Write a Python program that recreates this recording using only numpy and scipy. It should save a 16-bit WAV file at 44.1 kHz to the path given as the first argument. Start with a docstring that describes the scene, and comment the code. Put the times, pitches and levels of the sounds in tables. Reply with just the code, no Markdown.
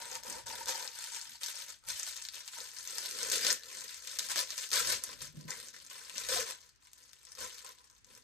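"""In a small furnished room, a phone lies close to a thin, stiff plastic bag, over quiet noise and faint mains hum.
From the start hands work it open: clicks swarm, ringing folds, slack sheet and air pocket, as cloth rubs dully.
Single creases snap in short noise bursts, panels knock hollowly, taut film rings and a gliding tone squeaks.
As the bag comes off, its contents are set down softly in low, damped thuds.
Then the bag crackles loudly once more, with knocks, before it rustles faintly to the end."""
import sys
import numpy as np
from scipy import signal
from scipy.fft import rfft, irfft, next_fast_len
from scipy.io import wavfile
from scipy.ndimage import uniform_filter1d, map_coordinates

SR = 44100
rng = np.random.default_rng(int(sys.argv[2]) if len(sys.argv) > 2 else 0)


def digitize_waveform(pressure):
    """Quantize a signal to 16-bit integers and store it at the path in sys.argv[1].

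    Rows of a 2-D input are taken as channels; values are limited to [-1, 1].
    """
    field = np.atleast_2d(pressure).T
    bounded = np.clip(field, -1, 1)
    quanta = np.round(bounded * 32767).astype(np.int16)
    wavfile.write(sys.argv[1], SR, quanta)


N = 362943

# All levels in the tables are relative, before the balance of the mix.
# Quiet room air. Each row: frequency in Hz, density in dB per Hz.
AIR_COLOUR = [(20, -43), (55, 10), (90, -5), (150, -5), (300, -6.5), (600, -16.5), (1600, -6.5),
              (6500, -15), (10000, -34), (15000, -43)]
# Mains hum. Each row: frequency in Hz, level in dB.
MAINS_HUM = [(59.5, -85.5), (119, -81)]
# Grips and pulls of the hands. Each row: start in seconds, rise in seconds, hold in seconds,
# creases in dB, air pocket in dB over the creases, slack sheet in dB over the creases.
STROKES = [(-0.017, 0.014, 0.154, -47.0, -7, -12), (0.099, 0.047, 0.009, -45.0, -4.5, -14),
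           (0.22, 0.05, 0.117, -46.5, -4.5, -8), (0.455, 0.014, 0.155, -44.5, -6.5, -12),
           (0.658, 0.034, 0.016, -36.5, -8.5, -12.5), (0.728, 0.027, 0.103, -43.0, -7.5, -13),
           (0.854, 0.157, 0.081, -45.0, -17, -25.5), (1.097, 0.04, 0.039, -43.0, -15.5, -24.5),
           (1.188, 0.018, 0.149, -50.0, -17.5, -29), (1.398, 0.036, 0.068, -41.0, -18, -23.5),
           (1.523, 0.036, 0.073, -45.0, -19, -20), (1.657, 0.039, 0.005, -47.0, -18, -20),
           (1.833, 0.006, 0.025, -64, -4.5, -14), (1.862, 0.035, 0.008, -39.0, -18.5, -24),
           (1.898, 0.06, 0.23, -44.5, -19.5, -23.5), (2.055, 0.015, 0.025, -45, -32, -33),
           (2.152, 0.011, 0.009, -52.0, -10, -21), (2.206, 0.014, 0.031, -48.0, -21, -41),
           (2.303, 0.04, 0.065, -48.0, -18, -18), (2.427, 0.054, 0.004, -50.0, -16, -41),
           (2.509, 0.02, 0.168, -47.0, -16.5, -27), (2.574, 0.014, 0.026, -54.0, -8, -6),
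           (2.709, 0.056, 0.123, -48.0, -18, -23), (2.808, 0.186, 0.196, -42.0, -20, -17.5),
           (3.13, 0.096, 0.08, -40.0, -12, -15), (3.3, 0.026, 0.04, -32.5, -24, -16),
           (3.359, 0.125, 0.025, -32.5, -17, -15.5), (3.58, 0.17, 0.105, -47.0, -13, -16),
           (3.864, 0.02, 0.092, -48.0, -18.5, -28), (3.975, 0.12, 0.19, -45.5, -19, -20.5),
           (4.187, 0.006, 0.066, -44.0, -19, -19), (4.282, 0.029, 0.005, -37.0, -8, -20.5),
           (4.348, 0.029, 0.022, -33.5, -14.5, -14.5), (4.446, 0.055, 0.043, -46.0, -14.5, -19.5),
           (4.55, 0.027, 0.069, -41.0, -18.5, -22.5), (4.708, 0.028, 0.071, -31.0, -15, -17.5),
           (4.81, 0.095, 0.025, -32.0, -15, -15.5), (5.005, 0.032, 0.097, -48.0, -9, -14.5),
           (5.171, 0.05, 0.034, -48.0, -15, -16.5), (5.319, 0.05, 0.079, -61.0, -10, -16),
           (5.465, 0.042, 0.004, -44.5, -5, -12), (5.529, 0.015, 0.138, -50.0, -17, -16),
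           (5.726, 0.013, 0.135, -55.5, -14.5, -18), (5.89, 0.016, 0.276, -50.0, -10, -18),
           (6.122, 0.054, 0.092, -43.0, -14.5, -18), (6.27, 0.04, 0.097, -34.0, -12.5, -14),
           (6.444, 0.035, 0.031, -43.0, -8, -15), (6.566, 0.027, 0.07, -62.5, -10, -13.5),
           (6.791, 0.056, 0.029, -66.0, -7.5, -25), (6.92, 0.06, 0.236, -63.5, -12, -19),
           (7.188, 0.09, 0.1, -58.5, -11.5, -18.5), (7.363, 0.046, 0.035, -43.0, -8, -12),
           (7.454, 0.023, 0.139, -52.0, -13.5, -19), (7.632, 0.02, 0.04, -53, -3.5, -12.5),
           (7.723, 0.042, 0.204, -66.5, -4.5, -16.5), (8.04, 0.07, 0.073, -61.5, -7, -11.5)]
# Colour of the crackling film. Each row: frequency in Hz, density in dB per Hz.
FILM_COLOUR = [(60, -30), (300, -5.5), (500, -21), (700, 1.5), (950, -3.5), (1700, 2), (2700, -4.5),
               (4300, 0), (6500, 0.5), (9000, -1.5), (10500, -5), (13500, -8.5), (15000, -28), (16500, -30)]
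# Slack sheet, lower as a wider span hangs free. Each row: time in seconds, resonance in Hz.
SPAN_PITCH = [(0, 503), (.8, 502), (1.4, 530), (2.35, 587), (2.65, 502), (3.1, 445), (3.2, 490),
              (3.38, 463), (3.5, 520), (3.85, 480), (4.3, 620), (4.8, 533), (6.3, 532), (8.23, 490)]
# Sharp peak and broad hump of the sheet. Each row: multiple of its resonance,
# nominal width over that resonance, level in dB.
SHEET_MODES = [(1, 0.067, 5.5), (1, 0.31, 7.5)]
# Air inside the bag, before its tuning shifts. Each row: frequency in Hz, nominal width in Hz, level in dB.
POCKET_MODES = [(960, 63.5, -5.5), (824, 45, -10.5)]
# Arms and contents sliding on lap and bedding. Each row: start in seconds, rise in seconds,
# hold in seconds, level in dB.
SLIDES = [(-.02, 0.021, 0.2, -72), (0.246, 0.07, 0.027, -59), (0.452, 0.062, 0.058, -67.5),
          (1.247, 0.044, 0.042, -73.5), (2.746, 0.52, .2, -73), (3.25, 0.2, 0.098, -62.5),
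          (3.745, .03, .08, -72), (4.17, .03, 0.18, -71), (4.725, 0.084, 0.17, -65),
          (5.045, 0.046, 0.32, -68.5), (5.32, 0.057, 0.12, -57), (5.51, 0.058, 0.68, -72),
          (6.11, 0.052, 0.04, -67), (6.263, 0.11, 0.043, -61.5), (7.357, 0.062, 0.03, -66),
          (7.945, 0.19, 0.11, -74.5)]
# Dull colour of that sliding. Each row: frequency in Hz, density in dB per Hz.
CLOTH_COLOUR = [(20, -51), (70, -34), (110, -3.5), (155, -5), (240, 2.5), (340, -12), (600, -16),
                (2000, -76)]
# Swings of the bag that push air at the microphones. Each row: start in seconds, rise in seconds,
# hold in seconds, level in dB.
SWINGS = [(-.1, 0.51, 0.32, -64.5), (1.847, .04, 0.048, -60.5), (2.5, 0.099, .5, -78),
          (3.05, 0.28, 0.05, -65.5), (4.25, 0.067, 0.28, -71), (4.73, 0.13, 0.1, -56.5),
          (4.954, 0.26, 0.47, -64), (6.15, 0.21, 0.046, -59.5), (7.37, 0.051, 0.036, -63)]
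# Colour of the draught. Each row: frequency in Hz, density in dB per Hz.
DRAUGHT_COLOUR = [(15, -26), (35, -13), (60, -4), (90, -9.5), (140, -10), (400, -55)]
# Single creases that snap through. Each row: time in seconds, level in dB, pitch in Hz.
SNAPS = [(0.1136, -28, 6080), (0.153, -25.5, 6480), (0.234, -31, 6750), (0.2987, -23.5, 6820),
         (0.3257, -25.5, 5250), (0.468, -28.5, 4570), (0.6574, -26, 4300), (0.6836, -17.5, 5800),
         (0.693, -21, 6230), (0.756, -26, 5950), (0.8756, -25, 4320), (0.9877, -30, 6500),
         (1.04, -26.5, 5500), (1.1462, -27.5, 5900), (1.169, -34.5, 6000), (1.213, -27, 5400),
         (1.433, -21.5, 4350), (1.6916, -32, 6170), (1.838, -51, 4500), (1.854, -49, 6100),
         (1.8866, -23, 5040), (1.9, -24, 5040), (1.9922, -28, 6410), (1.9958, -21, 6900),
         (2.0302, -22, 6660), (2.049, -36, 2600), (2.0655, -30, 5000), (2.075, -28, 4800),
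         (2.0865, -32, 5170), (2.1653, -31, 4770), (2.174, -30, 5500), (2.222, -26.5, 6260),
         (2.2502, -27.5, 4940), (2.286, -24.5, 5570), (2.343, -30.5, 4990), (2.355, -33.5, 4590),
         (2.4774, -29, 4680), (2.585, -30, 6500), (2.603, -28.5, 4290), (2.715, -38, 7000),
         (2.7852, -28.5, 5480), (2.805, -39, 6500), (2.8743, -24.5, 5730), (2.9066, -26.5, 6760),
         (2.9824, -20.5, 5170), (3.0586, -22.5, 4260), (3.1102, -24.5, 5060), (3.187, -23.5, 5000),
         (3.23, -18, 6070), (3.299, -19, 7500), (3.3192, -16, 9110), (3.4481, -17, 4800),
         (3.4664, -12, 4260), (3.5034, -14.5, 5000), (3.509, -14.5, 5640), (3.5163, -22, 5230),
         (3.5267, -14.5, 7250), (3.634, -32, 4800), (3.749, -31, 6630), (3.7888, -30.5, 5300),
         (3.8074, -28, 8300), (3.839, -32, 6360), (3.943, -33, 6200), (4.025, -42, 6500),
         (4.073, -27.5, 4710), (4.187, -18.5, 5500), (4.1923, -17.5, 4460), (4.287, -30, 6500),
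         (4.298, -24.5, 2200), (4.316, -20, 5430), (4.3585, -18.5, 4150), (4.364, -22, 5000),
         (4.38, -19, 5500), (4.391, -17, 4700), (4.41, -23, 6000), (4.421, -26, 5000), (4.5043, -21, 5400),
         (4.578, -22.5, 4680), (4.618, -30.5, 6000), (4.689, -31, 6000), (4.704, -28, 6000),
         (4.715, -22, 4710), (4.73, -14.5, 4800), (4.8005, -30, 4870), (4.872, -17.5, 5500),
         (5.037, -18, 8550), (5.217, -29, 6030), (5.221, -27, 8050), (5.272, -36, 6500), (5.36, -50, 5500),
         (5.41, -40, 4530), (5.5052, -22, 6640), (5.6, -29, 4600), (5.658, -40, 5000), (5.684, -30.5, 6350),
         (5.7428, -36, 1700), (5.753, -42, 5500), (5.764, -36.5, 2000), (5.864, -34.5, 5500),
         (5.899, -35, 4800), (6.096, -29.5, 2420), (6.146, -35, 6230), (6.18, -21.5, 6230),
         (6.287, -20, 4170), (6.325, -23.5, 4500), (6.508, -26.5, 5700), (6.615, -43, 5500),
         (6.692, -44, 5000), (6.759, -53, 5500), (6.816, -58, 3000), (6.851, -48, 5000),
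         (6.872, -46.5, 2700), (6.916, -50, 7500), (6.932, -36.5, 7100), (6.986, -51, 4500),
         (7.03, -45, 6500), (7.038, -43, 6000), (7.092, -45, 4800), (7.1317, -38.5, 3980),
         (7.251, -37.5, 6000), (7.3187, -34, 6680), (7.351, -37, 6000), (7.546, -37, 5500),
         (7.582, -33.5, 4310), (7.647, -36.5, 1590), (7.663, -34, 5580), (7.719, -39, 5500),
         (7.785, -43.5, 3500), (7.842, -48.5, 5480), (7.899, -44.5, 6200), (7.98, -50, 6000),
         (8.045, -41.5, 6540), (8.15, -40.5, 5920), (8.175, -41, 6170)]
# Panels that flip with a hollow knock. Each row: time in seconds, level in dB, pitch in Hz.
POPS = [(0.506, -36, 920), (0.686, -34, 944), (2.567, -45, 940), (3.227, -46, 464), (3.501, -24, 1840),
        (4.767, -30, 1630), (4.799, -30, 1380), (4.804, -43, 485), (5.504, -43, 1530), (4.926, -36, 920),
        (6.289, -32.5, 527), (6.318, -36.5, 534), (6.361, -32, 718), (6.387, -35, 513), (6.411, -39.5, 460)]
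# Film drawn taut. Each row: start in seconds, rise in seconds, hold in seconds, level in dB, resonance in Hz.
TAUT_GRIPS = [(1.818, .016, .012, -65, 1330), (3.176, 0.14, .03, -49, 1615),
              (3.363, 0.047, 0.025, -49, 1830), (3.578, .015, .02, -62, 1750),
              (3.687, 0.041, 0.024, -62, 2040), (3.87, 0.025, 0.029, -60.5, 2050),
              (4.304, 0.03, 0.1, -51.5, 1430), (4.723, 0.047, 0.083, -47.5, 1650),
              (5.473, 0.032, .003, -49, 1980), (6.27, 0.034, 0.027, -49, 1670),
              (7.64, .008, 0.033, -56, 1400)]
# Film dragging over the contents. Each row: time in seconds, mean pitch in Hz, level in dB.
SQUEAK_GLIDE = [(3.405, 4520, -68), (3.425, 4850, -36), (3.45, 4920, -42), (3.461, 4600, -45),
                (3.468, 4230, -39), (3.474, 4200, -65)]
# Contents set down. Each row: time in seconds, peak in dB.
BUMPS = [(5.221, -52.5), (5.283, -56), (5.346, -52), (5.371, -39.5), (5.451, -44)]
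# What a bump rings with. Each row: mean frequency in Hz, level in dB, 60 dB decay in seconds.
THUD_MODES = [(73, -27, 0.066), (153.7, -2, 0.14), (188, -5, 0.06), (236, -8, 0.044), (327, -4, 0.043)]
# Decay of the furnished room. Each row: frequency in Hz, 60 dB decay in seconds.
ROOM_DECAY = [(200, 0.21), (1500, 0.2), (6000, 0.22), (14000, 0.064)]
# Colour of the room's answer. Each row: frequency in Hz, level in dB.
ROOM_COLOUR = [(300, -1.5), (2000, 3), (4500, 2.5), (8000, 2), (13000, 0.5)]
# Likeness of the two microphones. Each row: frequency in Hz, left-right likeness from -1 to 1.
MIC_LIKENESS = [(200, .6), (450, .9), (900, .85), (1100, .5), (1500, .8), (2100, .75), (2900, .2),
                (3500, .2), (4200, .7), (5200, .2), (6300, .6), (7100, .6), (7700, .2), (8500, .66),
                (9500, .82), (10400, .98), (11300, .77), (12200, .75), (13000, .96), (14200, .6)]
# Balance of the two microphones. 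Each row: frequency in Hz, left minus right in dB.
MIC_BALANCE = [(300, 0.5), (2000, 1), (3600, 4), (5300, 7), (6300, 4), (8000, 5), (10000, -0.5)]
# Timing of the two microphones. Each row: frequency in Hz, lead of the left in radians.
MIC_LEAD = [(400, -7.3), (500, -6.3), (570, -5.2), (800, -4.1), (1000, -2.1), (1100, -1.4), (1500, .6),
            (2000, 1.1), (2600, .6), (3100, -1.6), (3500, -.2), (4400, -.2), (5000, -1.4), (5400, -3.4),
            (6000, -6), (7000, -7.5), (7600, -7.7), (8000, -5.8), (8700, -5.5), (10400, -3.2),
            (11000, -2.8), (12000, -1.2), (12500, -.1), (13600, .1), (14600, 2.9)]
# While the bag is held at the chest. Each row: frequency in Hz, further lead of the left in radians.
RAISED_LEAD = [(300, -0.5), (570, -2), (950, -4.5), (1150, 0)]

SAG_DB_PER_S, RELEASE_DB_PER_S = 20.5, 275  # a movement eases off while held, then stops quickly
CREASE_DB, FOLD_DB, POCKET_DB, SHEET_DB = 2, -4, 1.5, 3  # how strongly each part answers a stroke
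FOLD_SHARE = 0.28  # share of a stroke's air pocket emphasis, in dB, that the broad folds take on
POCKET_FULL, POCKET_EMPTY, EMPTYING_S = 0.96, 1.032, 2.96  # tuning factors, first and last; time between
STIR_DB = -80.5  # mean level of the arms' constant faint draught
TAUT_WIDTH = 0.18  # width of each taut film filter over its pitch
LOWERED_S, LOWERING_S = 3.1, 0.033  # when the bag sinks towards the lap; time this takes
TOP_HZ = 15900


def amp(db):
    """Decibels to gain."""
    return 10 ** (np.asarray(db) / 20)


def unit(x):
    """Scale a signal to rms 1."""
    return x / np.sqrt(np.mean(x ** 2) + 1e-20)


def along(points, hz):
    """Read (Hz, value) points on a log frequency axis."""
    f, v = np.transpose(points)
    return np.interp(np.log(hz + 1), np.log(f + 1), v)


def curves(rows):
    """Give one value per sample for each column after the time."""
    s, *cols = np.transpose(rows)
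    return [np.interp(np.arange(N) / SR, s, c) for c in cols]


def wobble(rate):
    """Draw a smooth random curve with rate knots a second."""
    knots = rng.standard_normal(int(N * rate / SR) + 4)
    return map_coordinates(knots, [np.arange(N) * rate / SR])


def filtered(x, response):
    """Multiply the spectrum of x by a response of frequency."""
    m = next_fast_len(N + SR // 2, True)
    return irfft(rfft(x, m) * response(np.fft.rfftfreq(m, 1 / SR)), m)[..., :N]


def coloured(x, gain, size=2048):
    """Pass x through the causal, minimum-phase filter with this gain over frequency."""
    log_gain = np.log(np.maximum(gain(np.fft.rfftfreq(size, 1 / SR)), 1e-6))
    cepstrum = irfft(log_gain)
    cepstrum[1:size // 2] *= 2
    cepstrum[size // 2 + 1:] = 0
    impulse = irfft(np.exp(rfft(cepstrum)))
    return signal.oaconvolve(x, impulse[None], axes=1)[:, :N]


def steadied(x, span):
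    """Hold the rms of x near 1 over span seconds; single clicks still stand out."""
    size = max(int(span * SR), 2)
    power = uniform_filter1d(uniform_filter1d(np.mean(x ** 2, axis=0), size), size)
    return x / np.sqrt(np.abs(power) + 1e-4 * np.mean(power))


def resonant(x, modes):
    """Ring x through a few (Hz, width, dB) resonances with steep skirts."""
    def one(f, hz, width):
        return (1j * f * width / (hz * hz - f * f + 1j * f * width)) ** 2
    return filtered(x, lambda f: sum(amp(db) * one(f, hz, 2 * width) for hz, width, db in modes))


def gesture(start, rise, hold, sag=SAG_DB_PER_S, release=RELEASE_DB_PER_S, size=32):
    """Power of one hand movement, every size samples: it builds, sags while held and dies away."""
    age = np.arange(0, N, size) / SR - start
    held = np.maximum(age - rise, 0)
    fall_db = sag * held + release * np.maximum(held - hold, 0)
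    build = np.clip(age / max(rise, 1e-3), 0, 1)
    return (build * amp(-np.minimum(fall_db, 200))) ** 2


def movements(timing, levels_db):
    """Gain per sample of (start, rise, hold) movements at these levels; overlaps add in power."""
    power = amp(levels_db) ** 2 @ np.array([gesture(*row) for row in timing])
    return np.interp(np.linspace(0, 1, N), np.linspace(0, 1, len(power)), np.sqrt(power))


def background():
    """Still room air is coloured noise; the faint mains hum is sines of wavering level."""
    air = unit(filtered(rng.standard_normal((2, N)), lambda hz: amp(along(AIR_COLOUR, hz))))
    t = np.arange(N) / SR
    hum = sum(np.sqrt(2) * amp(db + 1.2 * wobble(12)) * np.sin(2 * np.pi * hz * t)
              for hz, db in MAINS_HUM)
    return amp(-73.0) * air + amp(-8.5) * hum


def clicks(effort_db, crowding, spread_db, clump_db, life, rise, ring, count=10000, size=128):
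    """Each buckling crease cracks and rings a few cycles at its own pitch; harder work buckles more."""
    due = np.cumsum(amp(crowding * effort_db))
    start = np.minimum(np.searchsorted(due, rng.random(count) * due[-1]), N - 1)
    # one crease sets off its neighbours, so strong clicks come in clumps of a few milliseconds
    strength_db = spread_db * np.minimum(rng.standard_normal(count), 2) + clump_db * wobble(170)[start]
    t = np.arange(size) / SR
    age = t / (life * np.exp(.5 * rng.standard_normal((count, 1))))  # in lifetimes
    fade = np.exp(-age) * (1 - np.exp(-age / rise))
    pitch_hz = rng.uniform(0, SR / 3, (count, 1))
    tone = np.sin(2 * np.pi * (pitch_hz * t + rng.random((2, count, 1))))
    noise = rng.standard_normal((2, count, size))
    grains = amp(strength_db)[:, None] * fade * (noise + ring * tone)
    where = (start[:, None] + np.arange(size)).ravel()
    return np.array([np.bincount(where, g.ravel(), N + size)[:N] for g in grains])


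def sheet(swarm, count=7):
    """The clicks ring the slack sheet, whose resonance glides between neighbouring tunings."""
    span_hz, = curves(SPAN_PITCH)
    lowest_hz, step = 390, 1.09
    place = np.clip(np.log(span_hz / lowest_hz) / np.log(step), 0, count - 1)
    out = np.zeros((2, N))
    for k in range(count):
        hz = lowest_hz * step ** k
        ring = resonant(swarm, [(hz * ratio, hz * width, db) for ratio, width, db in SHEET_MODES])
        out += ring * np.maximum(1 - np.abs(place - k), 0)
    return out


def pocket(swarm):
    """The clicks ring the air in the bag, whose pitch rises a little as the bag collapses."""
    def tuned(factor):
        return resonant(swarm, [(hz * factor, width, db) for hz, width, db in POCKET_MODES])
    collapsed = np.clip(np.arange(N) / SR / EMPTYING_S, 0, 1) ** 2
    return (1 - collapsed) * tuned(POCKET_FULL) + collapsed * tuned(POCKET_EMPTY)


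def crackle(settling_db=-80):
    """Each stroke sets off clicks that sound in creases, folds, slack sheet, air pocket and taut film."""
    rows = np.array(STROKES)
    timing, (level_db, pocket_db, sheet_db) = rows[:, :3], rows[:, 3:].T
    effort = movements(timing, level_db) + amp(settling_db)
    swarm = clicks(20 * np.log10(effort), crowding=.5, spread_db=7.0, clump_db=0.5,
                   life=0.00023, rise=0.19, ring=1.21, count=10000)

    def above(hz, edge_hz):
        return 1 / np.sqrt(1 + (edge_hz / (hz + 1)) ** 10)

    def crease_gain(hz):
        return amp(along(FILM_COLOUR, hz)) * above(hz, edge_hz=2590)

    def fold_gain(hz):
        below = np.sqrt(1 - above(hz, edge_hz=2120) ** 2)
        return amp(along(FILM_COLOUR, hz)) * above(hz, edge_hz=1208) ** 2 * below

    creases, folds = coloured(swarm, crease_gain), coloured(swarm, fold_gain)
    fold_level = movements(timing, level_db + FOLD_SHARE * pocket_db + FOLD_DB)
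    sheet_level = movements(timing, level_db + sheet_db + SHEET_DB)
    pocket_level = movements(timing, level_db + pocket_db + POCKET_DB)
    bag = amp(CREASE_DB) * effort * steadied(creases, span=0.022)
    bag += fold_level * steadied(folds, span=0.021)
    bag += sheet_level * steadied(sheet(swarm), span=0.032)
    bag += pocket_level * steadied(pocket(swarm), span=0.047)
    return bag + taut(swarm)


def rumble(spectrum, width):
    """Low stereo noise of rms near 1; width is the gain of its side part."""
    mid, side = filtered(rng.standard_normal((2, N)), lambda hz: amp(along(spectrum, hz)))
    return steadied(np.array([mid + width * side, mid - width * side]), span=0.16)


def shifting(rub_db=-19, left_db=2.0):
    """Cloth and contents slide dully, a little with every stroke; moving air blows at the microphones."""
    strokes, slides, swings = np.array(STROKES), np.array(SLIDES), np.array(SWINGS)
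    rubbing = movements(strokes[:, :3], strokes[:, 3] + strokes[:, 5] + rub_db)
    cloth = np.hypot(movements(slides[:, :3], slides[:, 3]), rubbing)
    stir = amp(STIR_DB + 3.7 * wobble(4.3))
    draught = np.hypot(movements(swings[:, :3], swings[:, 3]), stir)
    # the draught is stronger at the left microphone
    draught = amp([[left_db], [-left_db]]) * draught
    return cloth * rumble(CLOTH_COLOUR, width=0.9) + draught * rumble(DRAUGHT_COLOUR, width=1.76)


def snaps(life=0.00016, stutter=0.0067, neighbour_db=-23, octaves=0.32, bright_db=1.5, count=4, size=1024):
    """A large crease gives way with one crack, amid smaller cracks just before and after it."""
    out, t, hz = np.zeros((2, N + size)), np.arange(size) / SR, np.fft.rfftfreq(size, 1 / SR)
    for s, db, pitch_hz in SNAPS:
        lags = stutter * rng.exponential(1, (count, 1))
        neighbours = np.exp(-np.abs(t - lags) / life).max(axis=0)
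        burst = np.exp(-np.abs(t - .0012) / life) + amp(neighbour_db) * neighbours
        higher = np.log2((hz + 1) / pitch_hz)
        # a snap is strongest at its own pitch; the smaller the crease, the brighter it is
        tilt_db = bright_db * np.clip(higher, -2, 2) * (pitch_hz / 6000)
        peak = .5 + np.exp(-.5 * (higher / octaves) ** 2)
        facet = amp(along(FILM_COLOUR, hz) + tilt_db) * peak
        crack = irfft(rfft(burst * rng.standard_normal((2, size))) * facet)
        # a unit crack carries the energy of 0.4 ms at full height
        crack *= np.sqrt(.0004 * SR) / np.linalg.norm(crack, axis=1, keepdims=True)
        out[:, round(s * SR):][:, :size] += amp(db) * crack
    return out[:, :N]


def pops(rise_cycles=2.1, ring_cycles=5.7, level_db=2):
    """A flipping panel swells and rings for a few cycles, so low ones last longer than high ones."""
    out, t = np.zeros(N + SR), np.arange(SR // 8) / SR
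    for s, db, hz in POPS:
        cycles = hz * t
        swell = (1 - np.exp(-(cycles / rise_cycles) ** 2)) * np.exp(-cycles / ring_cycles)
        knock = swell / swell.max() * np.sin(2 * np.pi * cycles)
        out[round(s * SR):][:len(t)] += amp(db + level_db) * knock
    return np.array([out[:N], np.zeros(N)])


def taut(swarm):
    """The clicks ring the stretched film at a middle pitch, set anew for each grip."""
    out = np.zeros((2, N))
    for start, rise, hold, db, hz in TAUT_GRIPS:
        part = slice(round(start * SR), round((start + rise + hold) * SR) + SR // 4)
        b, a = signal.iirpeak(hz, 1 / TAUT_WIDTH, SR)
        ring = signal.lfilter(b, a, signal.lfilter(b, a, swarm[:, part]))
        out[:, part] += movements([(start, rise, hold)], [db])[part] * steadied(ring, span=0.023)
    return out


def squeak(rough=0.0323, rough_per_s=900):
    """The film sticks and slips over the contents: a brief tone with an unsteady pitch."""
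    hz, db = curves(SQUEAK_GLIDE)
    t = np.arange(N) / SR
    sounding = (t > SQUEAK_GLIDE[0][0]) & (t < SQUEAK_GLIDE[-1][0])
    unsteady = np.array([wobble(rough_per_s), wobble(rough_per_s)])
    phase = 2 * np.pi * np.cumsum(hz * (1 + rough * unsteady), axis=1) / SR
    return sounding * amp(db) * np.sqrt(2) * np.sin(phase)


def bumps(attack=0.011):
    """Padded contacts: a slow push into a few low, damped modes."""
    out, t = np.zeros(N + SR), np.arange(SR // 4) / SR
    for s, db in BUMPS:
        ring = np.zeros(len(t))
        for hz, level, t60 in THUD_MODES:
            mode_hz = hz * (1 + 0.032 * rng.standard_normal())
            ring += amp(level - 60 * t / t60) * np.sin(2 * np.pi * mode_hz * t)
        ring *= 1 - np.exp(-t / attack)
        out[round(s * SR):][:len(t)] += amp(db) * ring / np.abs(ring).max()
    # the left microphone is reached first
    return np.array([out[:N], np.roll(out, round(0.001 * SR))[:N]])


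def room(x, count=6):
    """Near surfaces and the room answer; the answer differs from one part of the bag to the next."""
    early_db, early_t60 = 5, .045
    wet = np.zeros((2, N))
    place = np.cumsum(np.exp(.5 * wobble(5))) * 60 / SR  # passes about 60 parts a second
    for k in range(count):
        hz, t, z = signal.stft(rng.standard_normal((2, SR // 4)), SR, nperseg=128)
        fade = amp(-60 * t / along(ROOM_DECAY, hz)[:, None]) + amp(early_db - 60 * t / early_t60)
        tail = signal.istft(z * fade * amp(along(ROOM_COLOUR, hz))[:, None], SR, nperseg=128)[1]
        # the answer starts 1 ms after the direct sound
        tail = np.pad(tail / np.linalg.norm(tail[0]), ((0, 0), (SR // 1000, 0)))
        away = np.abs((place - k + count / 2) % count - count / 2)
        share = np.cos(np.pi / 2 * np.minimum(away, 1))
        wet += signal.oaconvolve(x * share, tail, axes=1)[:, :N]
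    return wet


def at_ports(pair):
    """Mix two signals to the likeness, balance and phase lead of the left and right microphones."""
    def turn(hz):
        return np.arccos(np.clip(along(MIC_LIKENESS, hz), -.98, .98)) / 2
    mid, side = filtered(pair, lambda hz: np.array([np.cos(turn(hz)), np.sin(turn(hz))]))
    half = np.array([[.5], [-.5]])

    def port(hz):
        return amp(half * along(MIC_BALANCE, hz)) * np.exp(1j * half * along(MIC_LEAD, hz))
    return filtered(np.array([mid + side, mid - side]), port)


def lowered(ears):
    """Low resonances take another path to the microphones once the bag sinks from chest to lap."""
    half = np.array([[.5], [-.5]])
    raised = filtered(ears, lambda hz: np.exp(1j * half * along(RAISED_LEAD, hz)))
    sunk = np.clip((np.arange(N) / SR - LOWERED_S) / LOWERING_S, 0, 1)
    return (1 - sunk) * raised + sunk * ears


def scene(snap_db=1.5, direct_db=-5.0, room_db=-5, snap_room_db=-9):
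    """The bag, direct and through the room, over handling and quiet; snaps face the phone and are drier."""
    rustle = crackle() + squeak()
    cracks = amp(snap_db) * snaps() + pops()
    direct = amp(direct_db) * (rustle + cracks)
    reflected = room(amp(room_db) * rustle + amp(snap_room_db) * cracks)
    return lowered(at_ports(direct + reflected)) + bumps() + shifting() + background()


def record(dry):
    """Nothing sounds above TOP_HZ."""
    return filtered(dry, lambda hz: hz < TOP_HZ)


dry = scene()
out = record(dry)
digitize_waveform(out)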